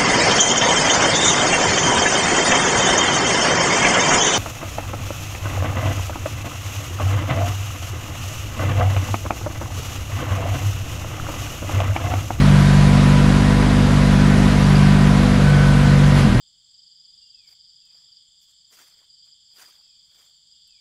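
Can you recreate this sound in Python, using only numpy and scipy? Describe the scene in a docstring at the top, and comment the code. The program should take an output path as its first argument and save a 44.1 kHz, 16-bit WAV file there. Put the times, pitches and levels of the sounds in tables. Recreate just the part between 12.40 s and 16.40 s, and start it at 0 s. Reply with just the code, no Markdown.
"""An off-road vehicle's exhaust, idling in a concrete parking garage and running down at the very end.
One microphone stands in front of the bumper. The firing pulses drone on their first few harmonics,
which swell and fade as the microphone shifts in the hall. Uneven cylinders add a lope, and puffs of gas
burble louder as the engine falters. Behind it fans rush and whine faintly, two light ticks sound
just past halfway, and a thin whistle swells near the end."""
import sys
import numpy as np
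from scipy import signal
from scipy.io import wavfile

SR = 44100
rng = np.random.default_rng(int(sys.argv[2]) if len(sys.argv) > 2 else 0)


def log_audio(samples):
    """Write samples as a 16-bit WAV file to the path given in sys.argv[1]."""
    # one column per channel
    frames = np.atleast_2d(samples).T
    # limit to full scale, then quantise
    limited = np.clip(frames, -1, 1)
    pcm = np.round(limited * 32767).astype(np.int16)
    wavfile.write(sys.argv[1], SR, pcm)


N = 176400

# engine speed, as firings per second: time_s, firing_hz
FIRING_RATE = [(0.0, 49.2), (0.1, 49), (0.19, 48.4), (0.79, 48.8), (1.34, 50), (1.44, 48.4), (2.1, 49.4),
               (2.17, 49), (2.62, 49.2), (3.34, 48.2), (3.41, 48.3), (3.8, 47.9), (3.83, 47.1),
               (3.85, 45.9), (3.91, 41), (3.93, 40.2), (3.95, 39.8), (4.0, 39.7)]
# how unsteadily the engine runs, from 0 to 1: time_s, amount
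FALTER = [(0,0),(3,0.01),(3.4,.25),(3.78,0.3),(3.86,0.94),(4,0.68)]
# lowest exhaust harmonics, at mid-scene: firing_multiple, level_db
LOW_HARMONICS = [(1,-21),(2,-22)]
# booming third harmonic at the microphone: time_s, level_db
THIRD_HARMONIC = [(0,-16.5),(.17,-12),(.42,-12.5),(.5,-14),(.72,-14),(1.1,-18.5),(1.4,-18.5),(1.6,-15.5),(1.85,-16),(2.15,-19.5),(2.38,-13.2),(2.55,-14),(2.72,-15.5),(2.93,-19.5),(3.1,-12),(3.3,-14),(3.5,-12.3),(3.78,-13),(3.88,-18.5),(4,-14.5)]
# fourth harmonic: time_s, level_db
FOURTH_HARMONIC = [(0,-16.5),(.8,-17.5),(1.3,-21),(1.9,-16.3),(2.15,-18),(2.4,-15),(3,-18),(3.25,-22),(3.7,-18.5),(4,-34)]
# fifth harmonic: time_s, level_db
FIFTH_HARMONIC = [(0,-22.5),(.15,-28),(.42,-26.5),(.52,-21),(2.1,-21),(2.35,-27.5),(2.65,-22),(2.98,-20),(3.1,-33),(3.3,-25),(3.8,-22),(4,-28)]
# sixth harmonic, which the eighth follows: time_s, level_db
SIXTH_HARMONIC = [(0,-47),(.5,-42.5),(.95,-32),(1.3,-32.5),(1.6,-36.5),(2.02,-29.5),(2.2,-37.5),(2.85,-35),(3.1,-47),(4,-40)]
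# tones from unequal cylinders: engine_cycle_multiple, level_db
LOPE_TONES = [(8,-30.5),(9,-32.5),(14,-37),(15,-28),(16,-36),(17,-41.5),(20,-39),(22,-41),(26,-51),(28,-47),(32,-42.5),(34,-40),(42,-51.5),(45,-41.5)]
# low end of the rush of fan and hall: frequency_hz, relative_density_db
RUMBLE_SPECTRUM = [(20,-11),(45,-2),(100,-2),(200,1)]
# the rest of that rush: frequency_hz, relative_density_db
RUSH_SPECTRUM = [(300,-1),(350,-2),(450,-4.5),(540,-3),(700,-2.5),(850,-8),(1100,-6),(1500,-7.5),(2000,-10),(2600,-13),(4000,-16.5),(4800,-18.5),(5500,-21),(7700,-25),(8100,-28.5),(9500,-27.5),(10800,-30),(11800,-37.5)]
# rise and fall of the rush's treble, taken about its mean: time_s, relative_db
HISS_SWELL = [(0,-32.5),(.6,-33),(1.37,-35),(2.35,-33.5),(2.65,-35),(3.4,-35.5),(3.74,-35),(3.79,-29.5),(3.85,-35),(4,-38.5)]
# a fan's blade tone: time_s, level_db
BLADE_LEVEL = [(0,-38.5),(.4,-40),(.8,-37),(1.1,-38),(1.4,-34.5),(1.8,-35.5),(2.15,-35),(2.5,-40.5),(2.9,-32),(3.2,-34),(3.65,-32),(4,-39)]
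# the octave above the blade tone: time_s, level_db
BLADE_OCTAVE_LEVEL = [(0,-40),(.25,-34.5),(.8,-32.5),(1.22,-40),(1.7,-38),(2.1,-39),(2.72,-36),(2.87,-43),(3.3,-39),(3.68,-35),(4,-42)]
# electric fans and pumps: pitch_hz, level_db, wander_hz
MOTOR_WHINES = [(1530,-42,8),(1877,-44,2.5),(8074,-64,1.5),(8567,-61,1.5),(9110,-64,12),(9457,-63.5,1.5)]
# a thin whistle: time_s, level_db
WHISTLE_LEVEL = [(0,-60),(2.98,-56),(3.07,-33.5),(3.28,-32),(3.37,-40),(3.47,-32),(3.65,-44),(4,-50)]
# light ticks: start_s, level_db
TICKS = [(2.236,-34),(2.354,-30.5)]

CYLINDERS = 6
PIPE_HZ, PIPE_WIDTH_HZ = 129, 18.4  # the exhaust's main resonance


def exhaust(firing_hz, firing_angle, falter, fade_db_per_s=0.5, waver_db=0.63, shake_db=2.5):
    """Harmonics of the firing pulses, delayed by the pipe resonance; faltering shakes the overtones."""
    fade_db = fade_db_per_s * (N / 2 - np.arange(N)) / SR
    levels = [(round(harmonic), db + fade_db) for harmonic, db in LOW_HARMONICS]
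    levels += [(3, curve(THIRD_HARMONIC)), (4, curve(FOURTH_HARMONIC)), (5, curve(FIFTH_HARMONIC))]
    levels += [(6, curve(SIXTH_HARMONIC)), (8, curve(SIXTH_HARMONIC) - 3)]
    limp = 1 + (0.022 + 0.29 * falter) * np.cos(firing_angle / 2)  # every other firing is weaker
    drone = 0
    for harmonic, db in levels:
        lag_rad = 0.63 + np.arctan(2 * (harmonic * firing_hz - PIPE_HZ) / PIPE_WIDTH_HZ)
        shake = limp * from_db(shake_db * falter * drift(26.9)) if harmonic > 1 else 1
        drone += shake * tone(harmonic * firing_angle - lag_rad, db + waver_db * drift(6))
    return drone


def lope(firing_angle):
    """Unequal cylinders add weak tones between the firing harmonics, repeating once an engine cycle."""
    cycle_angle = firing_angle / CYLINDERS
    return sum(tone(round(multiple) * cycle_angle + rng.uniform(0, 2 * np.pi), db)
               for multiple, db in LOPE_TONES)


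def burble(firing_angle, falter, idle_db=-34.5, falter_gain_db=17.5):
    """Turbulent gas puffs out with each firing, louder as the engine falters."""
    puffs = band_noise(108, 269, order=4) * (1 + 0.5 * np.cos(firing_angle))
    return from_db(idle_db + falter_gain_db * falter) * unit_rms(puffs)


def fan_rush(firing_angle, level_db=-22.5, flicker_db=0.96, hiss_corner_hz=3400):
    """Fan air fills the hall with a broad, flickering rush that pulses slightly with the engine."""
    edges_hz = 20 * 2 ** (np.arange(48) / 5)  # five bands an octave
    spectrum_hz, spectrum_db = np.transpose(RUMBLE_SPECTRUM + RUSH_SPECTRUM)
    hiss_db = curve(HISS_SWELL)
    hiss_db -= hiss_db.mean()
    rush = 0
    for low, high in zip(edges_hz, edges_hz[1:]):
        centre_hz = np.sqrt(low * high)
        band_db = np.interp(np.log(centre_hz), np.log(spectrum_hz), spectrum_db)
        band_db += flicker_db * drift(11.7)
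        band_db += hiss_db * centre_hz / (centre_hz + hiss_corner_hz)
        rush += from_db(band_db) * np.sqrt(high - low) * band_noise(low, high, order=3)
    pulse = 1 + 0.021 * np.cos(firing_angle)
    return from_db(level_db) * unit_rms(rush) * pulse


def fan_blades(pitch_hz=493.9, wander_hz=1.4, waver_db=1.0):
    """Passing fan blades hum behind the engine, on one tone and its octave."""
    angle = running_angle(pitch_hz + wander_hz * drift(13.5))
    fundamental = tone(angle, curve(BLADE_LEVEL) + waver_db * drift(10))
    octave = tone(2 * angle, curve(BLADE_OCTAVE_LEVEL) + waver_db * drift(10))
    return fundamental + octave


def motor_whines(waver_db=3.5):
    """Electric fans and pumps whine thinly in the background, wavering in pitch and level."""
    whines = 0
    for pitch_hz, level_db, wander_hz in MOTOR_WHINES:
        angle = running_angle(pitch_hz + wander_hz * drift(11.6))
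        whines += from_db(level_db) * unit_rms(tone(angle, waver_db * drift(3.6)))
    return whines


def whistle(pitch_hz=1503, wander_hz=5, waver_db=1.5):
    """A thin whistle swells briefly before the engine runs down."""
    angle = running_angle(pitch_hz + wander_hz * drift(12.5))
    return tone(angle, curve(WHISTLE_LEVEL) + waver_db * drift(9.4))


def ticks(pitch_hz=4800, width_hz=250, decay_s=0.016):
    """Brief high rings reach the microphone barely above the rush."""
    t = np.arange(N) / SR
    envelope = sum(from_db(level_db) * (t >= start_s) * np.exp(-np.abs(t - start_s) / decay_s)
                   for start_s, level_db in TICKS)
    return envelope * band_noise(pitch_hz - width_hz / 2, pitch_hz + width_hz / 2)


def from_db(db):
    """Decibels to gain."""
    return 10 ** (np.asarray(db) / 20)


def unit_rms(x):
    """Scale to rms 1."""
    return x / np.sqrt(np.mean(x ** 2) + 1e-20)


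def curve(rows):
    """Join (time_s, value) rows with straight lines, one value a sample."""
    time_s, value = np.transpose(rows)
    return np.interp(np.arange(N) / SR, time_s, value)


def drift(corner_hz):
    """Slow random motion with rms about 1, mostly below the corner."""
    hop, settle_steps = 40, 2000
    pole = np.exp(-2 * np.pi * corner_hz * hop / SR)
    noise = rng.standard_normal(N // hop + settle_steps + 2)
    slow = signal.lfilter([1], [1, -2 * pole, pole * pole], noise)[settle_steps:]
    return np.interp(np.arange(N) / hop, np.arange(len(slow)), unit_rms(slow))


def band_noise(low_hz, high_hz, order=2):
    """Noise in one band, rms 1."""
    bandpass = signal.butter(order, [low_hz, high_hz], "band", fs=SR, output="sos")
    return unit_rms(signal.sosfilt(bandpass, rng.standard_normal(N + SR // 2))[-N:])


def running_angle(hz):
    """Phase in radians of something that repeats at this rate."""
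    return 2 * np.pi * np.cumsum(hz) / SR


def tone(angle, db):
    """A sine of the given rms level."""
    return np.sqrt(2) * from_db(db) * np.cos(angle)


def scene():
    """The engine with the fans behind it, in mono from in front of the bumper."""
    falter = curve(FALTER)
    speed_jitter = 0.0021 * drift(9.7) + 0.04 * falter * drift(24.5)
    firing_hz = curve(FIRING_RATE) * (1 + speed_jitter)
    firing_angle = running_angle(firing_hz)
    engine = exhaust(firing_hz, firing_angle, falter) + lope(firing_angle) + burble(firing_angle, falter)
    background = fan_rush(firing_angle) + fan_blades() + motor_whines() + whistle() + ticks()
    return (engine + background)[None]


def record(dry, peak_limit=0.92, cutoff_hz=12000):
    """The highest peaks are rounded and the top treble is cut steeply."""
    rounded = dry / (1 + (dry / peak_limit) ** 10) ** (1 / 10)
    lowpass = signal.ellip(12, 0.2, 80, cutoff_hz, fs=SR, output="sos")
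    return signal.sosfilt(lowpass, rounded)


dry = scene()
out = record(dry)
log_audio(out)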